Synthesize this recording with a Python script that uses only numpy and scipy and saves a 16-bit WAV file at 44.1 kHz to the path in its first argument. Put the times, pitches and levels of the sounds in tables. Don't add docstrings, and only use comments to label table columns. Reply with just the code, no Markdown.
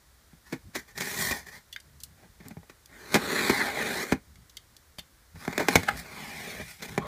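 import sys
import numpy as np
from scipy import signal
from scipy.fft import rfft, irfft
from scipy.io import wavfile
from scipy.ndimage import uniform_filter1d

SR = 44100
rng = np.random.default_rng(int(sys.argv[2]) if len(sys.argv) > 2 else 0)


def waveform_to_disk(signal):
    frames = np.transpose(np.atleast_2d(signal))
    scaled = np.clip(frames, -1, 1) * 32767
    samples = np.round(scaled).astype(np.int16)
    wavfile.write(sys.argv[1], SR, samples)


N = 311774
TIME = np.arange(N) / SR


def from_db(db):
    return 10 ** (np.asarray(db) / 20)


def rms_one(x):
    return x / np.sqrt(np.mean(x ** 2) + 1e-20)


def add(out, start_s, sound):
    start = int(start_s * SR)
    out[start:start + len(sound)] += sound[:N - start]


def band(x, edges_hz, kind="band"):
    return signal.sosfilt(signal.butter(4, edges_hz, kind, fs=SR, output="sos"), x + 1e-18)


def coloured(x, spectrum):
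    size = 4096
    hz, db = np.transpose(spectrum)
    grid_hz = np.maximum(np.arange(size // 2 + 1) * SR / size, 1)
    gain = from_db(np.interp(np.log(grid_hz), np.log(hz), db))
    cepstrum = irfft(np.log(gain))
    cepstrum[1:size // 2] *= 2
    cepstrum[size // 2 + 1:] = 0
    return signal.fftconvolve(x, irfft(np.exp(rfft(cepstrum))))[:len(x)]


def drift(rate_hz, size=N):
    knots = rng.standard_normal(int(size / SR * rate_hz) + 2)
    return rms_one(np.interp(TIME[:size] * rate_hz, np.arange(len(knots)), knots))


def grains(per_s, spread_db, size):
    sizes = from_db(spread_db * np.minimum(rng.exponential(1, size), 4))
    return (rng.random(size) < per_s / SR) * sizes * rng.choice([-1, 1], size)


def ring(x, modes):
    out = 0
    for hz, db, t60_s in modes:
        r, w = from_db(-60 / (t60_s * SR)), 2 * np.pi * hz / SR
        out = out + from_db(db) * signal.lfilter([0, np.sin(w)], [1, -2 * r * np.cos(w), r * r], x + 1e-18)
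    return out


# centre_hz, width_hz, gain_db
BOX_AT_MICROPHONE = [(164, 18, 2), (211, 15.6, 5), (267, 14, 4.5), (314, 21, 2), (398, 54, 7.5),
                     (621, 20, 5), (811.5, 36, 5.5), (1228, 410, -8.5), (1510, 63, 4), (1784, 270, 4),
                     (2110, 180, 3.5), (2390, 47, 5.5), (2736, 164, -13), (3086, 150, -5), (4120, 590, 3.5),
                     (5400, 170, 2)]
def box(x):
    for hz, width_hz, db in BOX_AT_MICROPHONE:
        half, tuning = np.pi * width_hz / SR, -2 * np.cos(2 * np.pi * hz / SR)
        zero, pole = half * from_db(max(db, 0)), half * from_db(max(-db, 0))
        x = signal.lfilter([1 + zero, tuning, 1 - zero], [1 + pole, tuning, 1 - pole], x)
    return x


# low_hz, knock_hz, middle_hz, high_hz, top_hz
REGISTERS_HZ = [70, 300, 1100, 2700, 7000]
def treble(x, brightness_db):
    high, top = REGISTERS_HZ[3:]
    gain = from_db(brightness_db)
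    lower, upper = rms_one(band(x, [high, top])), rms_one(band(x, top, "high"))
    return (lower + gain * upper) / np.sqrt(1 + gain ** 2)


# frequency_hz, level_db
AIR_COLOUR = [(15, -39), (30, -12), (62, 1), (110, -9), (170, -16.5), (350, -19.5), (800, -22.5),
              (1400, -20.5), (1950, -21), (2700, -29), (3900, -25), (15000, -30)]
def room_tone(level_db=-59.5):
    return from_db(level_db) * rms_one(coloured(rng.standard_normal(N), AIR_COLOUR))


# pitch_hz, level_db, t60_s
PANEL_MODES = [(100, -7, .08), (165, -3.5, 0.076), (213.8, -2.5, 0.099), (260, -0.5, 0.11),
               (324, -5.5, 0.087)]
# time_s, tearing_s, level_db, hardness_db, thump_db, thump_hz
CARDBOARD_SNAPS = [(0.331, 0.0046, -73, -4, -51.5, 173), (0.526, 0.0079, -42.5, -2.5, -32, 240),
                   (0.753, .009, -37.5, 1.5, -40.5, 236), (0.978, 0.0047, -43, 4.5, -45.5, 150),
                   (1.006, 0.0099, -37, 3, -40.5, 164), (1.311, .006, -36, 1, -39, 169),
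                   (2.402, 0.0099, -64.5, -5.5, -52, 180), (2.453, .014, -58.5, -3, -44, 166),
                   (2.508, 0.0064, -58, -4.5, -42.5, 186), (2.569, .004, -63, -13, -40, 160),
                   (2.631, 0.0045, -68, -8, -70, 170), (2.697, 0.0066, -55.5, -1.5, -59, 185),
                   (3.143, 0.0047, -27.5, 1, -24.5, 250), (3.153, 0.0079, -27, -3, -21, 260),
                   (3.497, 0.0056, -30, -4, -23.5, 260), (4.122, 0.0044, -32, -4.5, -21.5, 273),
                   (4.985, 0.0045, -55, -3.5, -49, 170), (5.357, 0.0056, -60, -4, -46, 141),
                   (5.451, .003, -52, -0.5, -56, 160), (5.4783, .0016, -41, -8, -31, 197),
                   (5.528, 0.0057, -45.5, -3, -60, 169), (5.579, .0023, -33, -2, -35.5, 257),
                   (5.596, .011, -35, -7.5, -35, 290), (5.685, .004, -27, -2.5, -31, 261),
                   (5.7562, .0044, -21, -2, -20.5, 159), (5.833, .004, -43.5, -1, -46, 165),
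                   (6.823, 0.013, -44, 2, -65, 200), (6.978, 0.0037, -35, -7, -28, 210)]
def snaps(panel_push=2.27, focus_db_per_octave=12.5, rustle_db=-19, rustle_s=0.016, board_db=2.5):
    out, t = np.zeros(N), np.arange(-(SR // 50), SR // 6) / SR
    _, knock_hz, middle, high, _ = REGISTERS_HZ
    for time_s, tearing_s, level_db, hardness_db, thump_db, thump_hz in CARDBOARD_SNAPS:
        giving = .5 * np.exp(-np.abs(t) / (0.58 * tearing_s))
        dying = np.exp(-(t / tearing_s / 2) ** 2) + from_db(rustle_db) * np.exp(-np.abs(t) / rustle_s)
        tear = grains(per_s=6000, spread_db=3.0, size=len(t)) * np.where(t < 0, giving, dying)
        tear /= np.linalg.norm(tear)
        jolt = (t == 0) * 0.84 * min(1, 0.0039 / tearing_s) ** 2
        push, skin = tear + panel_push * jolt, box(tear + jolt)
        modes = [(hz, db - focus_db_per_octave * abs(np.log2(hz / thump_hz)), t60_s)
                 for hz, db, t60_s in PANEL_MODES]
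        thump = band(ring(push, modes), [thump_hz / 2, 2 * thump_hz])
        knock = band(box(push), [knock_hz, middle])
        board = band(skin, [middle, high])
        crack = treble(skin, brightness_db=-2.0)
        levels_db = thump_db, level_db - hardness_db, level_db + board_db, level_db + hardness_db
        for db, part in zip(levels_db, (thump, knock, board, crack)):
            add(out, time_s + t[0], from_db(db) * part * np.sqrt(.02 * SR) / np.linalg.norm(part))
    return out


def touch(start_s, hold_s, db, press_db_per_s=900, lift_db_per_s=500):
    early, late = np.maximum(start_s - TIME, 0), np.maximum(TIME - start_s - hold_s, 0)
    return db - press_db_per_s * early - lift_db_per_s * late


def touches(rows):
    levels = np.array([touch(*row[:3]) for row in rows])
    return levels.max(axis=0), np.array(rows)[levels.argmax(axis=0), 3]


def drawn(curve):
    times_s, *columns = np.transpose(curve)
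    force_db, hardness_db = [np.interp(TIME, times_s, column) for column in columns]
    return np.where((TIME > times_s[0]) & (TIME < times_s[-1]), force_db, -np.inf), hardness_db


def travelling(x):
    out, t = x, TIME[:len(x)]
    for k, lag_s in enumerate(np.geomspace(.00025, .002, 4)):
        moving_lag_s = lag_s * np.exp(.35 * drift(4, len(x)))
        out = out + .26 * (-1) ** k * np.interp(t - moving_lag_s, t, x)
    return out


def stroke(control, colour, body_db, hiss_db, brightness_db,
           slips_per_s, spread_db, catch_db, catch_hz, snags=()):
    touching = control[0] > -90
    force_db, hardness_db = [column[touching] for column in control]
    size = len(force_db)
    rasp_db = sum(db * np.exp(-((TIME[touching] - s) / half_s) ** 2) for s, half_s, db in snags)
    slips = grains(slips_per_s, spread_db, size) * from_db(catch_db * drift(catch_hz, size))
    sound = box(coloured(travelling(slips), colour))
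    low, _, middle, high, _ = REGISTERS_HZ
    body = from_db(body_db - hardness_db) * rms_one(band(sound, [low, middle]))
    board = from_db(rasp_db) * rms_one(band(sound, [middle, high]))
    hiss = from_db(hiss_db + hardness_db) * treble(sound, brightness_db + hardness_db / 2)
    out = np.zeros(N)
    out[touching] = from_db(force_db) * (body + board + hiss)
    return out


# frequency_hz, level_db
SCRAPED_COLOUR = [(50, -15), (90, -4), (186, -1), (300, -10), (400, -6), (530, -11), (910, -4.5),
                  (1300, -9), (1650, -6.5), (1850, -1), (2100, -11.5), (2600, -12), (7500, -14),
                  (16000, -14.5)]
# start_s, hold_s, force_db, hardness_db
GRAZE_TOUCHES = [(0.47, 0.087, -58, 0.5), (0.765, 0.028, -45, 0.5), (0.885, 0.022, -55, -1),
                 (1.47, 0.022, -48, -0.5), (1.52, 0.057, -50, -0.5)]
def grazes():
    return stroke(touches(GRAZE_TOUCHES), SCRAPED_COLOUR, body_db=-7.5, hiss_db=-3, brightness_db=1.0,
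                  slips_per_s=12000, spread_db=2.6, catch_db=1.4, catch_hz=180)


# frequency_hz, level_db
RUMBLE_COLOUR = [(30, -27), (60, 4), (85, 0), (170, -4), (300, -19), (800, -57.5)]
# start_s, hold_s, level_db
MAT_NUDGES = [(0.649, 0.039, -46.5), (1.202, 0.1, -48), (1.852, .45, -58.5), (4.27, .16, -55.5),
              (5.348, 0.028, -48.5), (5.928, .07, -44.5), (6.546, 0.1295, -50.5), (6.89, .16, -48.5)]
def mat_rumble(friction, drag_db=-43, drag_exponent=0.44):
    force = np.sqrt(np.abs(uniform_filter1d(friction ** 2, size=SR // 20)))
    dragged = from_db(drag_db) * force ** drag_exponent
    nudged = sum(from_db(touch(*row)) for row in MAT_NUDGES)
    return np.hypot(dragged, nudged) * rms_one(coloured(rng.standard_normal(N), RUMBLE_COLOUR))


# time_s, force_db, hardness_db
SCRAPE_CURVE = [(0.948, -73, 0), (0.958, -48, -3), (1.04, -39, 0), (1.175, -37.5, 0.5), (1.21, -33, 2.5),
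                (1.3, -35, 2.5), (1.335, -38, -2.5), (1.39, -46.5, 1), (1.45, -61, -3)]
def scrape():
    return stroke(drawn(SCRAPE_CURVE), SCRAPED_COLOUR, body_db=-5.0, hiss_db=-0.8, brightness_db=2.5,
                  slips_per_s=12000, spread_db=2.6, catch_db=1.5, catch_hz=200)


# pitch_hz, level_db, t60_s
BOUNCE_MODES = [(48, -16, 0.11), (76.6, -3.5, 0.11), (102.3, 2, 0.1)]
# start_s, peak_db
MAT_BUMPS = [(1.311, -37), (3.143, -36), (3.497, -33), (4.122, -28), (4.985, -45), (5.479, -38),
             (5.757, -20.5), (6.979, -39)]
def bumps():
    out = np.zeros(N)
    bounce = band(ring(signal.unit_impulse(SR // 4), BOUNCE_MODES), 42, "high")
    for start_s, peak_db in MAT_BUMPS:
        add(out, start_s, from_db(peak_db) * bounce / np.abs(bounce).max())
    return out


# pitch_hz, level_db, t60_s
TOOL_MODES = [(1900, 0, .011), (2150, 0, .013), (3250, -3, .009), (3550, -1, .016), (4750, -3, .008),
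              (6400, -6, .005), (11000, -3, .004), (13200, -2, .005), (14300, -3, .007)]
# start_s, level_db, pitch_hz, rattle_s, ring_db
TOOL_CLICKS = [(1.727, -32.5, 3500, 0.009, -5), (1.762, -28.5, 2080, 0.0028, 17),
               (1.802, -41, 4700, .004, -12), (2.003, -37.5, 6000, 0.0086, -13),
               (2.035, -28.5, 13500, .007, -5), (2.484, -33.5, 13000, .001, -16),
               (2.859, -38.5, 9000, .002, -17), (4.357, -44.5, 2050, .005, -10),
               (4.496, -44, 4770, .008, -14), (4.569, -31, 3560, .005, -6.5),
               (4.766, -42.5, 4800, .004, -14), (4.984, -33.5, 4000, .007, -1.5),
               (4.992, -32, 3000, 0.0064, -4.5)]
def tool_clicks(gain_db=3.5, focus_db_per_octave=7.0, tick_gain=4.4, rattle_gain=0.39, scatter=0.05):
    out, t = np.zeros(N), TIME[:SR // 8]
    for start_s, level_db, pitch_hz, rattle_s, ring_db in TOOL_CLICKS:
        rattle = grains(per_s=5000, spread_db=2.6, size=len(t)) * np.exp(-t / rattle_s)
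        force = (t == 0) / 2 + rattle_gain * rattle
        shifts = np.exp(scatter * rng.uniform(-1, 1, len(TOOL_MODES)))
        modes = [(hz * shift, db - focus_db_per_octave * abs(np.log2(hz / pitch_hz)), t60_s)
                 for (hz, db, t60_s), shift in zip(TOOL_MODES, shifts)]
        top_db = -5.5 * np.log2(16000 / pitch_hz)
        tick = tick_gain * coloured(force, [(700, -23), (1800, -4), (4500, 3.5), (16000, top_db)])
        sound = band(from_db(ring_db) * ring(force, modes) + tick, min(0.71 * pitch_hz, 3000), "high")
        add(out, start_s, from_db(level_db + gain_db) * sound / np.abs(sound).max())
    return out


# frequency_hz, level_db
RUBBED_COLOUR = [(50, -18), (100, -4), (170, 4), (336, -9), (695, -4), (1070, -6.5), (2120, -6.5),
                 (4580, -12), (6300, -21), (16000, -26.5)]
# start_s, hold_s, force_db, hardness_db
FINGER_TOUCHES = [(2.185, .07, -64.5, -5), (2.41, 0.1, -63, -1.5), (5.6, .015, -37.5, -1.5),
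                  (5.975, 0.026, -48, 6.5), (6.83, 0.037, -48, 1.5), (6.88, 0.082, -50, 0.5),
                  (7.01, 0.061, -51.5, -6)]
def fingers():
    return stroke(touches(FINGER_TOUCHES), RUBBED_COLOUR, body_db=1.0, hiss_db=-2.5, brightness_db=0.6,
                  slips_per_s=3000, spread_db=3.0, catch_db=2.0, catch_hz=120)


# frequency_hz, level_db
BLADE_COLOUR = [(50, -26), (110, -9), (165, -0.5), (460, -1), (710, -3), (1200, -1), (2100, -0.5),
                (2700, -6), (4280, -6.5), (5140, -14.5), (10000, -18.5), (16000, -22)]
# time_s, half_length_s, boost_db
BLADE_SNAGS = [(3.39, 0.03, 5), (3.612, 0.016, 8), (3.69, .018, 8), (3.8, .05, 2.5)]
# time_s, force_db, hardness_db
BLADE_CURVE = [(2.85, -82, -4), (2.93, -57.5, 0), (3.1, -49.5, 1), (3.13, -38, 1), (3.21, -40, -1.5),
               (3.3, -34, -0.5), (3.48, -31.5, 0.5), (3.69, -36, -1), (3.73, -42.5, -1),
               (3.78, -34.5, -2.5), (4.03, -37, 2), (4.07, -46.5, 1), (4.12, -41.5, 1.5), (4.18, -73, 0)]
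def slit():
    return stroke(drawn(BLADE_CURVE), BLADE_COLOUR, body_db=-1.0, hiss_db=-3.2, brightness_db=-1.6,
                  slips_per_s=11000, spread_db=2.6, catch_db=1.26, catch_hz=280, snags=BLADE_SNAGS)


# time_s, force_db, hardness_db
FLAP_CURVE = [(5.35, -66, 5), (5.43, -48.5, 1.5), (5.54, -48.5, -1.5), (5.655, -46, -1), (5.72, -33.5, 0.5),
              (5.785, -41.5, 2), (5.83, -45, 0), (5.93, -45.5, -1.5), (6.04, -55.5, -0.5)]
def flaps():
    return stroke(drawn(FLAP_CURVE), RUBBED_COLOUR, body_db=-0.5, hiss_db=-4, brightness_db=1.0,
                  slips_per_s=9000, spread_db=2.8, catch_db=1.5, catch_hz=100)


def stick_slip(modes, slip_hz, jitter):
    cycles = np.cumsum(slip_hz * np.exp(jitter * drift(500))) / SR
    slips = np.diff(np.floor(cycles), prepend=0)
    return rms_one(band(ring(slips, modes), 140, "high"))


# pitch_hz, level_db, t60_s
EDGE_MODES = [(877, -1.5, 0.043), (1090, -22, .02), (1350, 10, 0.036), (1587, 9.5, 0.027),
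              (2010, -2, 0.039), (2540, -11, 0.038), (3080, -19, .02)]
def squeak(time_s=5.889, level_db=-14, swell_s=0.0046, hiss_db=-19):
    hiss = rms_one(coloured(rng.standard_normal(N), [(100, -13), (2000, -8), (5000, -2), (15000, -13)]))
    sound = stick_slip(EDGE_MODES, slip_hz=789, jitter=.2) + from_db(hiss_db) * hiss
    return from_db(level_db) * np.exp(-np.abs(TIME - time_s) / swell_s) * sound


# time_s, force_db, hardness_db
TURN_CURVE = [(6.02, -54, -3), (6.13, -47, -3.5), (6.482, -43, -2), (6.594, -47, -2.5), (6.6, -40, -7),
              (6.646, -52.5, 2), (6.71, -51.5, 3.5), (6.776, -66.5, 8), (6.81, -49.5, -4)]
def turn():
    return stroke(drawn(TURN_CURVE), RUBBED_COLOUR, body_db=-4.5, hiss_db=-0.5, brightness_db=1.5,
                  slips_per_s=18000, spread_db=2.0, catch_db=1.0, catch_hz=92)


# pitch_hz, level_db, t60_s
FLAP_MODES = [(230, -15, 0.037), (480, -6, .015), (603, 2, 0.033), (1070, 6, 0.021), (1170, -6, .015),
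              (1820, -14, .015), (3180, -10, .012)]
def judder(start_s=7.0, level_db=-42, rise_s=0.024):
    sound = stick_slip(FLAP_MODES, slip_hz=560, jitter=.6)
    return from_db(level_db) * np.clip((TIME - start_s) / rise_s, 0, 1) * sound


def room(x, wet_db=-17, t60_s=0.13, wall_hz=5000, delay_s=.005):
    t = TIME[:SR // 2]
    tail = rng.standard_normal(len(t)) * from_db(-60 * t / t60_s) * (t > delay_s)
    tail = signal.lfilter(*signal.butter(1, wall_hz, fs=SR), tail)
    return x + from_db(wet_db) * signal.fftconvolve(x, tail / np.linalg.norm(tail))[:N]


def scene():
    friction = scrape() + grazes() + slit() + fingers() + flaps() + turn()
    air = room_tone()
    handling = friction + snaps() + bumps() + tool_clicks() + squeak() + judder()
    return (room(handling) + mat_rumble(friction) + air)[None]


def record(dry):
    return signal.sosfilt(signal.ellip(12, .1, 80, 15400, fs=SR, output="sos"), dry)


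dry = scene()
out = record(dry)
waveform_to_disk(out)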